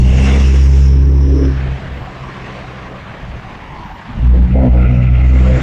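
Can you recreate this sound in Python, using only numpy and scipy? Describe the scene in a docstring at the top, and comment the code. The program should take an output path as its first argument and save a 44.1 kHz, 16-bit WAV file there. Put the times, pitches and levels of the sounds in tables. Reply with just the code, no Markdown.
"""Traffic on a residential street, close to a small camera. A diesel bus pulls away with a booming exhaust,
hiss and clatter; tyre roar of cars fills the gap; then a second loud exhaust bursts in close by.
The camera's limiter holds the peaks and its electronics leak a faint high whine."""
import sys
import numpy as np
from scipy import signal
from scipy.io import wavfile
from scipy.ndimage import uniform_filter1d, minimum_filter1d

SR = 44100
rng = np.random.default_rng(int(sys.argv[2]) if len(sys.argv) > 2 else 0)


def generate_wav(signal):
    """Clip the signal to [-1, 1] and save it as 16-bit WAV at the path in sys.argv[1]."""
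    frames = np.transpose(np.atleast_2d(signal))
    scaled = np.clip(frames, -1, 1) * 32767
    pcm = np.round(scaled).astype(np.int16)
    wavfile.write(sys.argv[1], SR, pcm)


N = 247842

# exhaust boom, one curve an engine: (s, firing rate Hz, dB of orders 1 to 3)
BUS = [(0, 61.7, -5, -7.5, -15), (.15, 65.06, -7.5, -13.5, -17.5), (.34, 68.03, -7.5, -20, -18.5), (.55, 66.9, -4.5, -19, -25),
       (.68, 67.77, -3.5, -14, -37.5), (.87, 67.72, -6, -14, -28.5), (1.26, 68.22, -8, -21, -51.5), (1.48, 67.23, -12, -19.5, -37),
       (1.53, 66.4, -15.5, -19.5, -39), (1.74, 66, -20, -23, -40), (1.81, 65.5, -42, -35, -48), (1.93, 65.57, -20.5, -32.5, -51),
       (2.09, 64.28, -40.5, -37, -46), (2.8, 63.66, -37, -35, -40.5), (3.2, 63.2, -43.5, -46, -42), (3.33, 63, -29, -29.5, -57), (3.5, 62, -41, -56, -50)]
SECOND = [(4.05, 61.94, -48.5, -35, -39), (4.16, 60.97, -34, -41, -47), (4.205, 61.13, -25, -30, -38), (4.23, 61.74, -8.5, -18, -28),
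          (4.3, 61.2, -7.5, -20, -20.5), (4.43, 60.06, -7, -23, -26), (4.53, 62.91, -7, -13, -19.5), (4.6, 65.53, -5, -19, -16.5), (4.72, 61.01, -2.5, -17, -24), (4.82, 61.42, -7, -15, -21), (4.9, 61.02, -9.5, -9.5, -26.5),
          (5.08, 61.88, -8, -10, -21), (5.19, 62.9, -7, -16.5, -33.5), (5.38, 63.65, -4.5, -21.5, -26), (5.53, 64.1, -8, -13.5, -20),
          (5.62, 63.76, -7.5, -14, -38)]
# rasp between the bursts, one row an engine: (dB against order 1, pipe resonance Hz, order 4 against the rasp dB)
RASP = [(-21.5, 368, -4), (-28.5, 480, 0)]
# swells of tyre roar as vehicles come and go: (loudest s, spread s, dB near 1.3 kHz, body lift dB, treble lift dB,
# tread resonance Hz, its height dB)
ROAD = [(.27, 0.15, -29.5, 2, -4, 900, 2.5), (.62, 0.31, -38, -10.5, 7.5, 860, 7.5), (1.15, 0.23, -47.5, -4.5, 2, 860, 17),
        (1.7, 0.34, -38, 0, 1.5, 992, -1.5), (2.5, 0.54, -35, 2, 3, 1060, 5.5), (2.9, 0.084, -44, 14, -2.5, 1080, 9),
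        (3.251, 0.31, -39, -2.5, -3, 1055, -0.5), (3.55, 0.22, -41.5, 0.5, -1, 800, 0.5), (3.8, 0.13, -34.5, -6, 1, 916, 17),
        (4.1, 0.25, -39.5, -3.5, 1.5, 900, 6.5), (4.42, 0.22, -42, -0.5, 1.5, 880, 5.5),
        (4.75, .2, -44, 12, 2, 699, 8.5), (5.1, 0.21, -43.5, -5.5, 0.5, 700, 13.5), (5.62, 0.3, -34.5, 0, 2.5, 667, 1.5)]
TYRES = [(88, -47.5), (150, 3), (192, -7.5), (309, -15.5), (363, -3), (428, -8.5), (748, -6.5), (881, -12.5), (1090, -9),
         (1420, -12.5), (1720, -11), (2640, -17), (2960, -19.5), (7540, -42), (9800, -57.5), (16600, -120)]  # (Hz, dB per Hz)
RUMBLE = [(15, -24.5), (30, 9.5), (60, 1.5), (120, 2.5), (220, -5.5), (400, -18), (700, -72.5)]  # (Hz, dB per Hz)
# one table an engine: (s, block clatter dB)
CLATTER = [[(0, -39.5), (.1, -32), (.27, -27.5), (.42, -30), (.61, -36.5), (.63, -44), (.9, -39.5)],
           [(4.4, -54), (4.49, -45), (4.51, -35), (4.55, -41), (4.85, -33), (4.94, -33), (5.08, -29), (5.12, -38), (5.155, -28.5), (5.2, -33), (5.62, -35.5)]]
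BLOCKS = [[(2150, 470, -3.5), (2720, 380, -0.5), (3260, 1400, -12.5)],
          [(1350, 160, -1.5), (2065, 170, 0), (2380, 350, -7.5), (2650, 520, -10)]]  # (Hz, width Hz, dB)
# one table an engine: (s, narrow hiss dB, wide hiss dB)
HISS = [[(0, -50, -43), (.256, -39, -35.5), (.86, -41.5, -45), (.9, -41.5, -55), (1.07, -50.5, -65.5), (1.456, -45, -69), (1.65, -64, -63)],
        [(4.85, -62, -68), (4.97, -60, -63), (5.19, -65.5, -71), (5.274, -61.5, -53), (5.62, -73, -47.5)]]
NARROW = [(4750, -43.5), (5050, -4.5), (5700, -4), (6150, -13), (6450, -45), (9200, -37.5), (9600, -26), (14200, -40.5)]  # (Hz, dB per Hz)
# one spectrum an engine: (Hz, dB per Hz)
WIDE = [[(3000, -29.5), (4500, -5), (6500, -1), (8000, -12), (9400, -17), (11000, -38), (14200, -36.5)],
        [(3000, -16.5), (4500, -7), (6000, -4.5), (7200, 0.5), (7700, -6.5), (8200, -24.5), (14200, -37)]]
# bursts of the whine: (s, length s, dB)
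WHINE = [(1.012, .17, -65), (4.635, .19, -84), (5.277, .13, -82)]  # further bursts: (s, length s, dB)
WHINE_HZ = 14000
TICKS = [(4.3754, -49), (4.4263, -40), (4.5444, -53), (4.5695, -50), (4.5994, -47), (4.617, -42), (4.8135, -36), (5.1985, -44), (5.2834, -45),
         (5.3878, -40)]  # faint clicks: (s, peak dB)
EDGE_HZ = 14250  # fixed
TIME = np.arange(N) / SR
# one table an engine: (s, share of uneven firings 0-1)
UNEVEN = [[(0, 0.65), (.6, 0.1), (1.15, 0.47), (1.3, 0.97), (1.6, 1.1)], [(4.05, 0.44), (4.7, 0.2), (5.2, 0.1), (5.62, 0.05)]]
PIPES = [[(150, -33), (300, -0.5), (450, -4), (620, -10.5), (900, -23), (1500, -46)],
         [(150, -27), (310, 12.5), (380, -5), (500, 2.5), (700, -4.5), (1000, -8.5), (1300, -46.5)]]  # (Hz, dB)
SELF_NOISE, SELF_DB = [(3000, -28.5), (8000, -5), (11000, -2), (14500, -7)], -71.5  # microphone: (Hz, dB per Hz), dB
LOW = [(0, -17.5), (.27, -26.5), (.45, -28.5), (1.4, -28), (1.58, -30), (2.75, -44), (3.2, -41), (3.33, -37), (3.63, -41), (3.84, -35.5), (4.08, -41),
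       (4.23, -23), (5.62, -25.5)]  # low rumble: (s, dB of its lowest octave)
# short knocks from the traffic: (s, peak dB, Hz, t60 s)
KNOCKS = [(2.071, -20.5, 757, 0.082), (2.639, -25, 758, 0.098), (3.26, -18, 119.6, 0.28), (3.331, -21, 109.7, 0.25),
          (3.445, -24, 766, 0.08), (3.83, -13, 45.2, 0.13), (3.9, -22.5, 765, 0.077), (4.085, -18.5, 248, 0.13)]
# the boom dips briefly: (s, half width s, dB of order 1, dB of the orders above)
DIPS = [(4.49, 0.045, -15.5, -3.5), (4.66, .04, -18, 6), (5.6, 0.034, -14, -14)]
# bursts of rasp, one table an engine: (start s, hold s, rise s, fall s, dB, pipe resonance Hz, order 4 against the rasp dB)
BURSTS = [[(.3, 0.062, .25, 0.073, -20, 468, -4.5), (.98, 0.14, .05, .1, -30, 330, 4.5), (1.3, .17, 0.058, 0.042, -18.5, 340, 0.5), (1.6, 0.18, .05, 0.089, -40.5, 447, -5)],
          [(4.33, .01, 0.019, .05, -21.5, 420, -16), (4.553, .13, .006, .015, -16, 594, -0.5), (4.755, .01, .02, .04, -15.5, 520, -16),
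           (4.8, .2, 0.035, 0.086, -25, 502, -5.5), (5.35, .02, 0.091, 0.031, -25.5, 580, -2), (5.52, 0.074, 0.1, .01, -19.5, 490, -7)]]
# the whine blips at a steady pace, every sixth blip is long
BLIP_EVERY_S, BLIP_S, BLIP_DB, LONG_S, LONG_DB = .3202, .02, -75, .14, -68
FALL_DB = 10  # a burst of rasp loses this much in each rise or fall time


def amp(db):
    """dB to gain."""
    return 10 ** (np.asarray(db) / 20)


def evened(x):
    """Scales to rms 1."""
    return x / np.sqrt(np.mean(np.abs(x) ** 2) + 1e-20)


def read(points, hz):
    """Spectrum value on a log-frequency axis."""
    f, value = np.transpose(points)
    return np.interp(np.log(hz + 1), np.log(f + 1), value)


def columns(rows, t=TIME):
    """Each column of a curve at times t, and a gate that is open while the curve lasts."""
    s, *cols = np.transpose(rows)
    gate = np.clip(np.minimum(t - s[0] + 1e3 * (s[0] < .01), s[-1] - t + 1e3 * (s[-1] > 5.6)) / .05, 0, 1)  # fixed
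    return gate, [np.interp(t, s, c) for c in cols]


def drift(rate):
    """Slow chance of rms 1, changing about rate times a second."""
    steps = rng.standard_normal(1200)
    return np.interp(TIME * np.clip(rate, 1, 200), np.arange(1200), steps) * np.sqrt(3 / 2)


def noise(field_db, patchy_db, flicker_db, size, band=(0, SR)):
    """Random short-time spectra; field_db(hz, t) gives the colour, with patches and wide flicker on top.
    The part inside band has rms 1."""
    hop = size // 4
    frames, hz = N // hop + 5, np.fft.rfftfreq(size, 1 / SR)[:, None]
    a, b, patches = rng.standard_normal((frames, len(hz), 3), dtype=np.float32).T
    flicker = evened(uniform_filter1d(uniform_filter1d(patches[::-1], size // 8, 0), 3, 1))
    patches = evened(uniform_filter1d(uniform_filter1d(patches, size // 100, 0), 3000 // hop, 1))
    colour = amp(field_db(hz, np.arange(frames) * hop / SR))
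    colour = colour / np.sqrt((colour ** 2 * (hz >= band[0]) * (hz < band[1])).mean(0))
    z = (a + 1j * b) * colour * amp(patchy_db * patches + flicker_db * flicker)
    return np.sqrt(np.mean(colour ** 2)) * evened(signal.istft(z, nperseg=size, noverlap=size - hop)[1][:N])


def exhaust(rows, steady, bursts, uneven_rows, pipe, wobble_db, rough, jitter):
    """Firing orders as wavering sines; above them a rasp whose half orders come from uneven cylinders."""
    gate, hz, first_db, upper_db = boom_of(rows, TIME)
    rasp_db, pipe_hz, fourth_db = rasp_of(rows, steady, bursts, TIME)
    order_db = [first_db, *upper_db, rasp_db + fourth_db]
    uneven = np.clip(columns(uneven_rows)[1][0], 0, 1)
    turns = np.cumsum(hz * (1 + jitter * drift(30))) / SR
    slide = [0.68 * k * drift(1.98) for k in range(4)]  # echoes slowly shift the upper orders against the first
    far = 0.1 * np.clip(-27 - order_db[0], 0, 20)  # a faint, far engine wavers more
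    boom = sum(np.sqrt(2) * amp(db + wobble_db * (1 + 0.43 * k + far) * drift(25)) * np.sin(2 * np.pi * (k + 1) * turns + slide[k])
               for k, db in enumerate(order_db))

    def colour(f, centre_hz):
        return read(pipe, f) + 18.4 * np.exp(-(np.log((f + 1) / centre_hz) / 0.63) ** 2)
    lines, power = 0, 0
    for half in range(9, 36):
        height = (uneven if half % 2 else 1) * amp(colour(half / 2 * hz[::64], pipe_hz[::64])).repeat(64)[:N]
        lines = lines + height * amp(3.3 * drift(12)) * np.cos(2 * np.pi * (half / 2 * turns + 0.21 * rng.standard_normal()))  # nearly in step: one pulse a firing
        power = power + height ** 2
    gas = noise(lambda f, t: colour(f, rasp_of(rows, steady, bursts, t)[1]), 2.5, 0.54, size=1024)
    gas = gas * (1 + .5 * np.cos(2 * np.pi * turns))  # gas leaves in puffs, one a firing
    rough = np.clip(rough, 0, 1)
    rasp = (1 - rough) * evened(lines / np.sqrt(power)) + rough * gas
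    return gate * (boom + amp(rasp_db) * rasp), turns


def road():
    """Tyre roar whose body, treble and tread resonance change from car to car, over lumpy low rumble."""
    def colour(hz, t):
        body_db, treble_db, tread_hz, tread_db = swells(t)[1:]
        hump = tread_db * np.exp(-(np.log((hz + 1) / tread_hz) / 0.15) ** 2)
        return read(TYRES, hz) + body_db / (1 + (hz / 650) ** 6) + treble_db / (1 + (2200 / (hz + 1)) ** 4) + hump
    roar = noise(colour, 1.5, 1., size=512, band=(900, 1700))  # fixed
    rumble = noise(lambda f, t: read(RUMBLE, f) + 0 * t, 1.5, 1.5, size=2048, band=(22, 46))  # fixed
    return amp(swells(TIME)[0]) * roar + amp(columns(LOW)[1][0]) * rumble


def clatter(rows, modes, turns, throb):
    """Combustion noise rings the engine block and throbs once a firing."""
    def colour(hz, t):
        power = sum(amp(2 * db) / (1 + (2 * (hz - f) / width) ** 2) ** 2 for f, width, db in modes)
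        return 10 * np.log10(power) + 0 * t
    gate, (db,) = columns(rows)
    beat = 1 + throb * np.cos(2 * np.pi * turns)
    return gate * amp(db + 0.9 * drift(14)) * beat * noise(colour, 2.4, 1, size=512)


def hiss():
    """Hiss while each engine is near: a sharp-edged narrow band and a wide one."""
    narrow = noise(lambda f, t: read(NARROW, f) + 0 * t, 0.95, 2.5, size=512)
    wide = noise(lambda f, t: np.where(t < 3, read(WIDE[0], f), read(WIDE[1], f)), 3.3, 0.73, size=256)
    out = 0
    for rows in HISS:
        gate, (narrow_db, wide_db) = columns(rows)
        out = out + gate * (amp(narrow_db) * narrow + amp(wide_db) * wide)
    return out


def ticks(turns):
    """Tiny treble clicks: a faint one at each firing of the second engine, and a few broad ones."""
    out, t = np.zeros(N + 200), np.arange(200) / SR
    ring = np.sin(2 * np.pi * 12000 * t)
    for (s, db), grain in zip(TICKS, rng.standard_normal((len(TICKS), 201))):
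        out[round(s * SR):][:200] += amp(db - 60 * t / .0025) * (0.55 * np.diff(grain) + .4 * ring)
    fired = np.diff(np.floor(turns), prepend=0) * (TIME > 4.3) * (TIME < 5.5)
    faint = fired * amp(-69 + 4.5 * rng.standard_normal(N))
    return out[:N] + signal.oaconvolve(faint, np.hanning(200) * ring)[:N]


def knocks():
    """Each knock swells in a few cycles and rings out on one mode."""
    out, t = np.zeros(N + 9000), np.arange(9000) / SR
    for s, db, hz, t60 in KNOCKS:
        out[round(s * SR):][:9000] += amp(db - 60 * t / t60) * (1 - np.exp(-t * hz / 2)) * np.sin(2 * np.pi * hz * t)
    return out[:N]


def blend(level_db, *controls):
    """Overlapping sounds: their summed level, and each control averaged by power."""
    power = amp(2 * np.array(level_db))
    total = power.sum(0)
    return [10 * np.log10(total)] + [(power * np.array(c)[:, None]).sum(0) / total for c in controls]


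def boom_of(rows, t):
    """Gate, firing rate and order levels, with the brief dips."""
    gate, (hz, first_db, *upper_db) = columns(rows, t)
    for s, width, low_db, high_db in DIPS:
        dip = np.clip(1 - abs(t - s) / width, 0, 1)
        first_db, upper_db = first_db + low_db * dip, [db + high_db * dip for db in upper_db]
    return gate, hz, first_db, upper_db


def rasp_of(rows, steady, bursts, t):
    """Level, pipe resonance and order-4 share of the rasp: it follows the boom and flares in bursts."""
    levels = [boom_of(rows, t)[2] + steady[0]]
    levels += [db - FALL_DB * np.maximum(np.maximum((s - t) / rise, (t - s - hold) / fall), 0).clip(0, 20)
               for s, hold, rise, fall, db, *_ in bursts]
    return blend(levels, *np.transpose([steady[1:]] + [row[5:] for row in bursts]))


def swells(t):
    """Each swell of tyre roar fades with distance on both sides of its loudest moment."""
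    s, spread, db, *colours = np.transpose(ROAD)
    return blend(db[:, None] - 10 * np.log10(1 + ((t - s[:, None]) / spread[:, None]) ** 2) * 2, *colours)


def scene():
    """Both engines over the road noise."""
    bus, bus_turns = exhaust(BUS, RASP[0], BURSTS[0], UNEVEN[0], PIPES[0], wobble_db=0.67, rough=0.48, jitter=0.0052)
    second, second_turns = exhaust(SECOND, RASP[1], BURSTS[1], UNEVEN[1], PIPES[1], wobble_db=1.57, rough=0.4, jitter=0.005)
    blocks = clatter(CLATTER[0], BLOCKS[0], bus_turns, 0.058) + clatter(CLATTER[1], BLOCKS[1], second_turns, 0.15)
    return (bus + second + blocks + road() + hiss() + knocks() + ticks(second_turns))[None]


def record(dry):
    """A peak limiter, the whine and the gain-controlled hiss of the electronics, then the band limit."""
    room = np.minimum(.8 / (abs(dry) + 1e-9), 1)  # fixed
    held = dry * uniform_filter1d(minimum_filter1d(room, 661, axis=1), 661, axis=1)  # fixed
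    blips = [(k * BLIP_EVERY_S, *((BLIP_S, BLIP_DB) if k % 6 else (LONG_S, LONG_DB))) for k in range(15)]  # fixed
    on = sum(amp(db) * np.clip(np.minimum(TIME - s, s + length - TIME) / .003, 0, 1) for s, length, db in blips + WHINE)
    held = held + on * np.sin(2 * np.pi * WHINE_HZ * TIME)
    loud_db = 10 * np.log10(abs(uniform_filter1d(dry ** 2, 4410, axis=1)) + 1e-12)  # fixed
    duck_db = .2 * np.maximum(loud_db + 21.5, 0)  # the gain drops under loud sound, and the hiss with it
    held = held + amp(SELF_DB - duck_db) * noise(lambda f, t: read(SELF_NOISE, f) + 0 * t, .6, .6, size=256)
    return signal.oaconvolve(held, signal.firwin(511, EDGE_HZ, window=("kaiser", 9), fs=SR)[None], "same")


dry = scene()
out = record(dry)
generate_wav(out)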